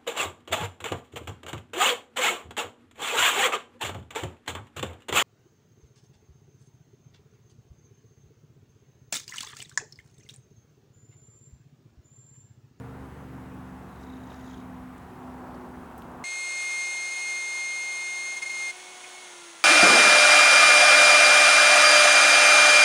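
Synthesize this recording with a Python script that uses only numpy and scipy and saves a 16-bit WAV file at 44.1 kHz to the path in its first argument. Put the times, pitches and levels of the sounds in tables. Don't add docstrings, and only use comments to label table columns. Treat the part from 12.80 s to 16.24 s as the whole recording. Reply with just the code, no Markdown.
import sys
import numpy as np
from scipy import signal
from scipy.fft import rfft, irfft, next_fast_len
from scipy.io import wavfile
from scipy.ndimage import uniform_filter1d, map_coordinates

SR = 44100
rng = np.random.default_rng(int(sys.argv[2]) if len(sys.argv) > 2 else 0)


def store_pcm(level_fs):
    pcm = np.round(np.clip(level_fs, -1, 1) * 32767).astype(np.int16)
    wavfile.write(sys.argv[1], SR, np.atleast_2d(pcm).T)


def invert_db(x):
    u = np.asarray(x, float) / 20
    return 10 ** u


N = 151704

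# f/Hz, density/dB per Hz
TYRE_SPECTRUM = [(240, -20), (400, -15.5), (489, -15), (573, -9), (754, -2.5), (1000, -4.5), (1680, -11.5),
                 (3840, -31), (5000, -40.5), (6500, -53), (11000, -120)]
CAR_SPECTRUM = [(200, -36), (330, -2), (480, -3.5), (600, -5.5), (800, -0.5), (1100, -4), (1600, -15.5),
                (2600, -45)]
EXHAUST_SPECTRUM = [(200, -37), (300, -5), (400, 0), (520, 0), (650, -18.5), (900, -45)]
RUMBLE_SPECTRUM = [(20, -38), (35, -12.5), (70, 0.5), (130, -3.5), (250, -2.5), (380, -8.5), (550, -20.5),
                   (900, -42)]
HISS_SPECTRUM = [(2500, 2.5), (3500, -1.5), (4800, -3), (7200, -1.5), (9000, -3), (12500, -6),
                 (15000, -5.5), (17200, -1.5)]
# t/s, level/dB
CAR_LEVEL = [(0, -73), (1.5, -58), (2.2, -57), (2.5, -48), (2.85, -47.5), (3.1, -48.5), (3.44, -46)]
TYRES_DB, RUMBLE_DB = -50.5, -49.5
EXHAUST_DB, EXHAUST_DB_PER_S = -56, -6
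HISS_DB, HISS_DB_PER_S = -67.5, 0.35

# t/s, f/Hz
SHAFT = [(0, 24.2), (.25, 24.0), (.55, 23.73), (1.0, 23.45), (1.5, 23.27), (2.1, 23.07), (2.5, 22.91),
         (3.44, 22.86)]
ORDER_LEVELS = {2: (-73, -0.5), 5: (-48, -6.5), 6: (-51, -4), 7: (-74, 5), 10: (-65, 1.5), 13: (-62, -3),
                19: (-59, -5.5), 21: (-60, -4.5)}
# t/s, order 3 level/dB, order 8 level/dB
LOW_ORDERS = [(0, -51, -50.5), (.3, -51.5, -56.5), (.6, -52.5, -52.5), (.93, -53, -48), (1.25, -50.5, -52),
              (1.6, -55.5, -53.5), (1.95, -56, -51), (2.3, -58, -56), (2.8, -55.5, -53.5),
              (3.44, -57.5, -61)]
# t/s, order 11 level/dB, order 16 level/dB
PIPE_ORDERS = [(.1, -48, -60), (.27, -49, -61), (.37, -63, -63), (.5, -46, -63), (.95, -49, -63),
               (1.14, -62, -58), (1.3, -43, -59), (1.45, -45, -60), (1.53, -53, -61), (1.62, -45, -64),
               (2.07, -45, -61), (2.25, -57, -58), (2.46, -43, -56), (2.62, -46, -64), (2.85, -46, -50),
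               (3.02, -47, -58), (3.1, -58, -65), (3.3, -48, -66)]
FLICKER_DB, WANDER_RAD = 2.5, 0.4

# t/s, peak level/dB, centre f/Hz, t60/s
TICKS = [(.74, -56, 16000, .04), (1.515, -35.5, 420, 0.023), (1.518, -46, 2800, 0.027),
         (1.499, -56, 3300, 0.02), (2.18, -54, 8000, 0.022), (2.745, -55, 4400, .04),
         (2.887, -57.5, 9900, .04), (3.179, -44.5, 11000, .02), (3.18, -44, 16000, .012),
         (3.184, -56, 8500, .08), (3.286, -42, 900, 0.018), (3.316, -56, 6600, .02), (2.995, -42, 77, 0.33),
         (1.235, -53, 6000, .03), (3.221, -50, 14000, .015)]
# t/s, peak level/dB, f/Hz, width/Hz
CLAW_TAPS = [
    (3.2215, -41, 2900, 1700),
    (1.5445, -45, 4500, 2800),
]
# t/s, length/s, level/dB
STROKES = [
    (1.225, .035, -70),
    (1.52, .05, -72),
    (1.67, .14, -72),
    (2.99, .03, -76),
    (3.2, .04, -69),
]
# f/Hz, density/dB per Hz
FUR_SPECTRUM = [(2500, -30), (5500, 7), (8000, 0), (17000, -7)]

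# t/s, effort level/dB, mouth opening/0-1
TRILL = [(1.08, -69, 0), (1.16, -62, 0), (1.34, -60, 0), (1.41, -63, .3), (1.46, -62, .8), (1.507, -58, .4),
         (1.58, -61, .8), (1.72, -58, 1), (1.83, -65, 1)]
# t/s, level/dB, f/Hz that the sinking throat passes at the puff's peak
PUFFS = [(1.098, -70, 3940), (1.129, -63, 3910), (1.161, -61, 3950), (1.2, -62, 3700), (1.237, -57, 3850),
         (1.272, -58, 3750), (1.303, -56, 3720), (1.325, -62, 3800), (1.338, -53, 3720), (1.36, -63, 3800),
         (1.372, -59, 3660), (1.406, -63, 3800), (1.44, -61, 3800), (1.476, -64, 3300), (1.507, -55, 3710),
         (1.53, -60, 3800), (1.544, -60, 3800), (1.564, -62, 3590), (1.578, -64, 3350), (1.6, -62, 3700),
         (1.612, -59, 3150), (1.646, -59, 3750), (1.666, -62, 3800), (1.68, -59, 3400), (1.702, -61, 3800),
         (1.712, -57, 3250), (1.734, -58, 3200), (1.746, -52, 3300), (1.779, -59, 3150), (1.804, -58, 3200)]
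# f/Hz, width/Hz, level/dB mouth shut, level/dB mouth open
THROAT = [(4800, 1600, -17, -11), (6250, 800, -15, -11), (6800, 800, -16, -9)]
RISE_S, FALL_S = .004, .0025
LEAK_DB, LEAK_OPEN_DB = -16, 7
THROAT_WIDTH_HZ, OPEN_WIDENS, REST_HZ = 480, .8, 3750
SINK_HZ_PER_S, WHISTLE = 45000, .72

TIME = np.arange(N) / SR


def unit(x):
    return x / np.sqrt(np.mean(x ** 2) + 1e-20)


def curves(rows):
    s, *columns = np.transpose(rows)
    return [np.interp(TIME, s, column) for column in columns]


def wobble(rate):
    return map_coordinates(rng.standard_normal(200), [np.arange(N) * np.clip(rate, .1, 50) / SR])


def filtered(x, response):
    m = next_fast_len(len(x) + 8192)
    return irfft(rfft(x, m) * response(np.fft.rfftfreq(m, 1 / SR)), m)[:len(x)]


def resonance(centre, width):
    return lambda f: 1j * f * width / (centre * centre - f * f + 1j * f * width)


def resonant_noise(centre, width, length=N):
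    ring = resonance(centre, width)
    return unit(filtered(rng.standard_normal(length), lambda f: ring(f) ** 2))


def resonant_click(centre, width, length):
    ring = resonance(centre, width)
    impulse = np.zeros(length)
    impulse[0] = 1
    click = filtered(impulse, lambda f: ring(f) ** 2)
    return click / abs(click).max()


def rush(spectrum, patchy_db):
    z = signal.stft(rng.standard_normal(N), nperseg=512)[2]
    field = uniform_filter1d(rng.standard_normal(z.shape), size=6, axis=0)
    field = uniform_filter1d(field, size=14, axis=1)
    x = signal.istft(z * invert_db(patchy_db * unit(field)), nperseg=512)[1][:N]
    f, db = np.transpose(spectrum)
    log_f = np.log(f + 1)
    return unit(filtered(x, lambda hz: invert_db(np.interp(np.log(hz + 1), log_f, db, left=-120, right=-120))))


def background():
    road = invert_db(TYRES_DB + 0.057 * wobble(2.77)) * rush(TYRE_SPECTRUM, patchy_db=0.6)
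    car = invert_db(curves(CAR_LEVEL)[0] + wobble(5.87)) * rush(CAR_SPECTRUM, patchy_db=0.5)
    exhaust = invert_db(EXHAUST_DB + EXHAUST_DB_PER_S * TIME) * rush(EXHAUST_SPECTRUM, patchy_db=1.8)
    rumble = invert_db(RUMBLE_DB + 0.2 * wobble(2.9)) * rush(RUMBLE_SPECTRUM, patchy_db=0.5)
    hiss_db = HISS_DB + HISS_DB_PER_S * TIME + 0.26 * wobble(4.48)
    hiss = invert_db(hiss_db) * rush(HISS_SPECTRUM, patchy_db=1.0)
    return road + car + exhaust + rumble + hiss


def engine():
    turn = 2 * np.pi * np.cumsum(curves(SHAFT)[0]) / SR
    levels = {}
    for order, (db, slope) in ORDER_LEVELS.items():
        levels[order] = db + slope * TIME + FLICKER_DB * wobble(4.03)
    levels[11], levels[16] = curves(PIPE_ORDERS)
    levels[3], levels[8] = curves(LOW_ORDERS)
    out = np.zeros(N)
    for order, db in levels.items():
        phase = order * turn + 2 * np.pi * rng.random() + WANDER_RAD * wobble(5.44)
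        out += np.sqrt(2) * invert_db(db) * np.sin(phase)
    return out


def ticks():
    out = np.zeros(N + SR)
    t = np.arange(SR // 4) / SR
    for s, db, hz, t60 in TICKS:
        snap = resonant_click(hz, 0.47 * hz, len(t))
        grain = resonant_noise(hz, 0.47 * hz, len(t))
        onset = 1 - np.exp(-t / 0.00067)
        decay = invert_db(db - 3.5 - 60 * t / t60)
        out[round(s * SR):][:len(t)] += invert_db(db - 4) * snap + decay * onset * grain
    for s, db, hz, width in CLAW_TAPS:
        out[round(s * SR):][:len(t)] += invert_db(db) * resonant_click(hz, width, len(t))
    return out[:N]


def fur_strokes():
    swell = np.zeros(N)
    for s, length, db in STROKES:
        swell += invert_db(db) * np.exp(-.5 * ((TIME - s) / (length / 2)) ** 2)
    return swell * invert_db(wobble(44.8)) * rush(FUR_SPECTRUM, patchy_db=1)


def throat_air(turn, width):
    def slow():
        return unit(filtered(rng.standard_normal(N), lambda f: 1 / (1 + (2 * f / width) ** 2)))
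    return slow() * np.cos(turn) + slow() * np.sin(turn)


def trill():
    effort_db, mouth = curves(TRILL)
    at, puff_db, puff_hz = np.transpose(PUFFS)
    near = np.searchsorted((at[1:] + at[:-1]) / 2, TIME)
    late = TIME - at[near]
    puff = np.exp(-.5 * (late / np.where(late < 0, RISE_S, FALL_S)) ** 2)
    sounding = (TIME > TRILL[0][0]) * (TIME < TRILL[-1][0])
    leak = invert_db(LEAK_DB + LEAK_OPEN_DB * mouth) * sounding

    sinking_hz = puff_hz[near] - SINK_HZ_PER_S * np.clip(late, -.006, .006)
    turn = 2 * np.pi * np.cumsum(sinking_hz) / SR
    shut_air = throat_air(turn, THROAT_WIDTH_HZ)
    open_air = throat_air(turn, THROAT_WIDTH_HZ * (1 + OPEN_WIDENS))
    breath = (1 - mouth) * shut_air + mouth * open_air
    whistle = np.sqrt(2) * np.sin(turn)
    voice = invert_db(puff_db[near] - 1) * puff * (WHISTLE * whistle + (1 - WHISTLE) * breath)

    upper = np.zeros(N)
    for centre, width, shut_db, open_db in THROAT:
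        gain = (1 - mouth) * invert_db(shut_db) + mouth * invert_db(open_db)
        upper += gain * resonant_noise(centre, width)
    rest = resonant_noise(REST_HZ, THROAT_WIDTH_HZ)
    return voice + invert_db(effort_db) * ((puff + leak) * upper + leak * rest)


def scene():
    return (background() + engine() + ticks() + fur_strokes() + trill())[None]


def roll_off(x):
    return signal.sosfilt(signal.butter(12, 18080, fs=SR, output="sos"), x)


def record(dry):
    mix = filtered(dry[0], lambda hz: hz < 17230)[None]
    return roll_off(mix)


dry = scene()
out = record(dry)
store_pcm(out)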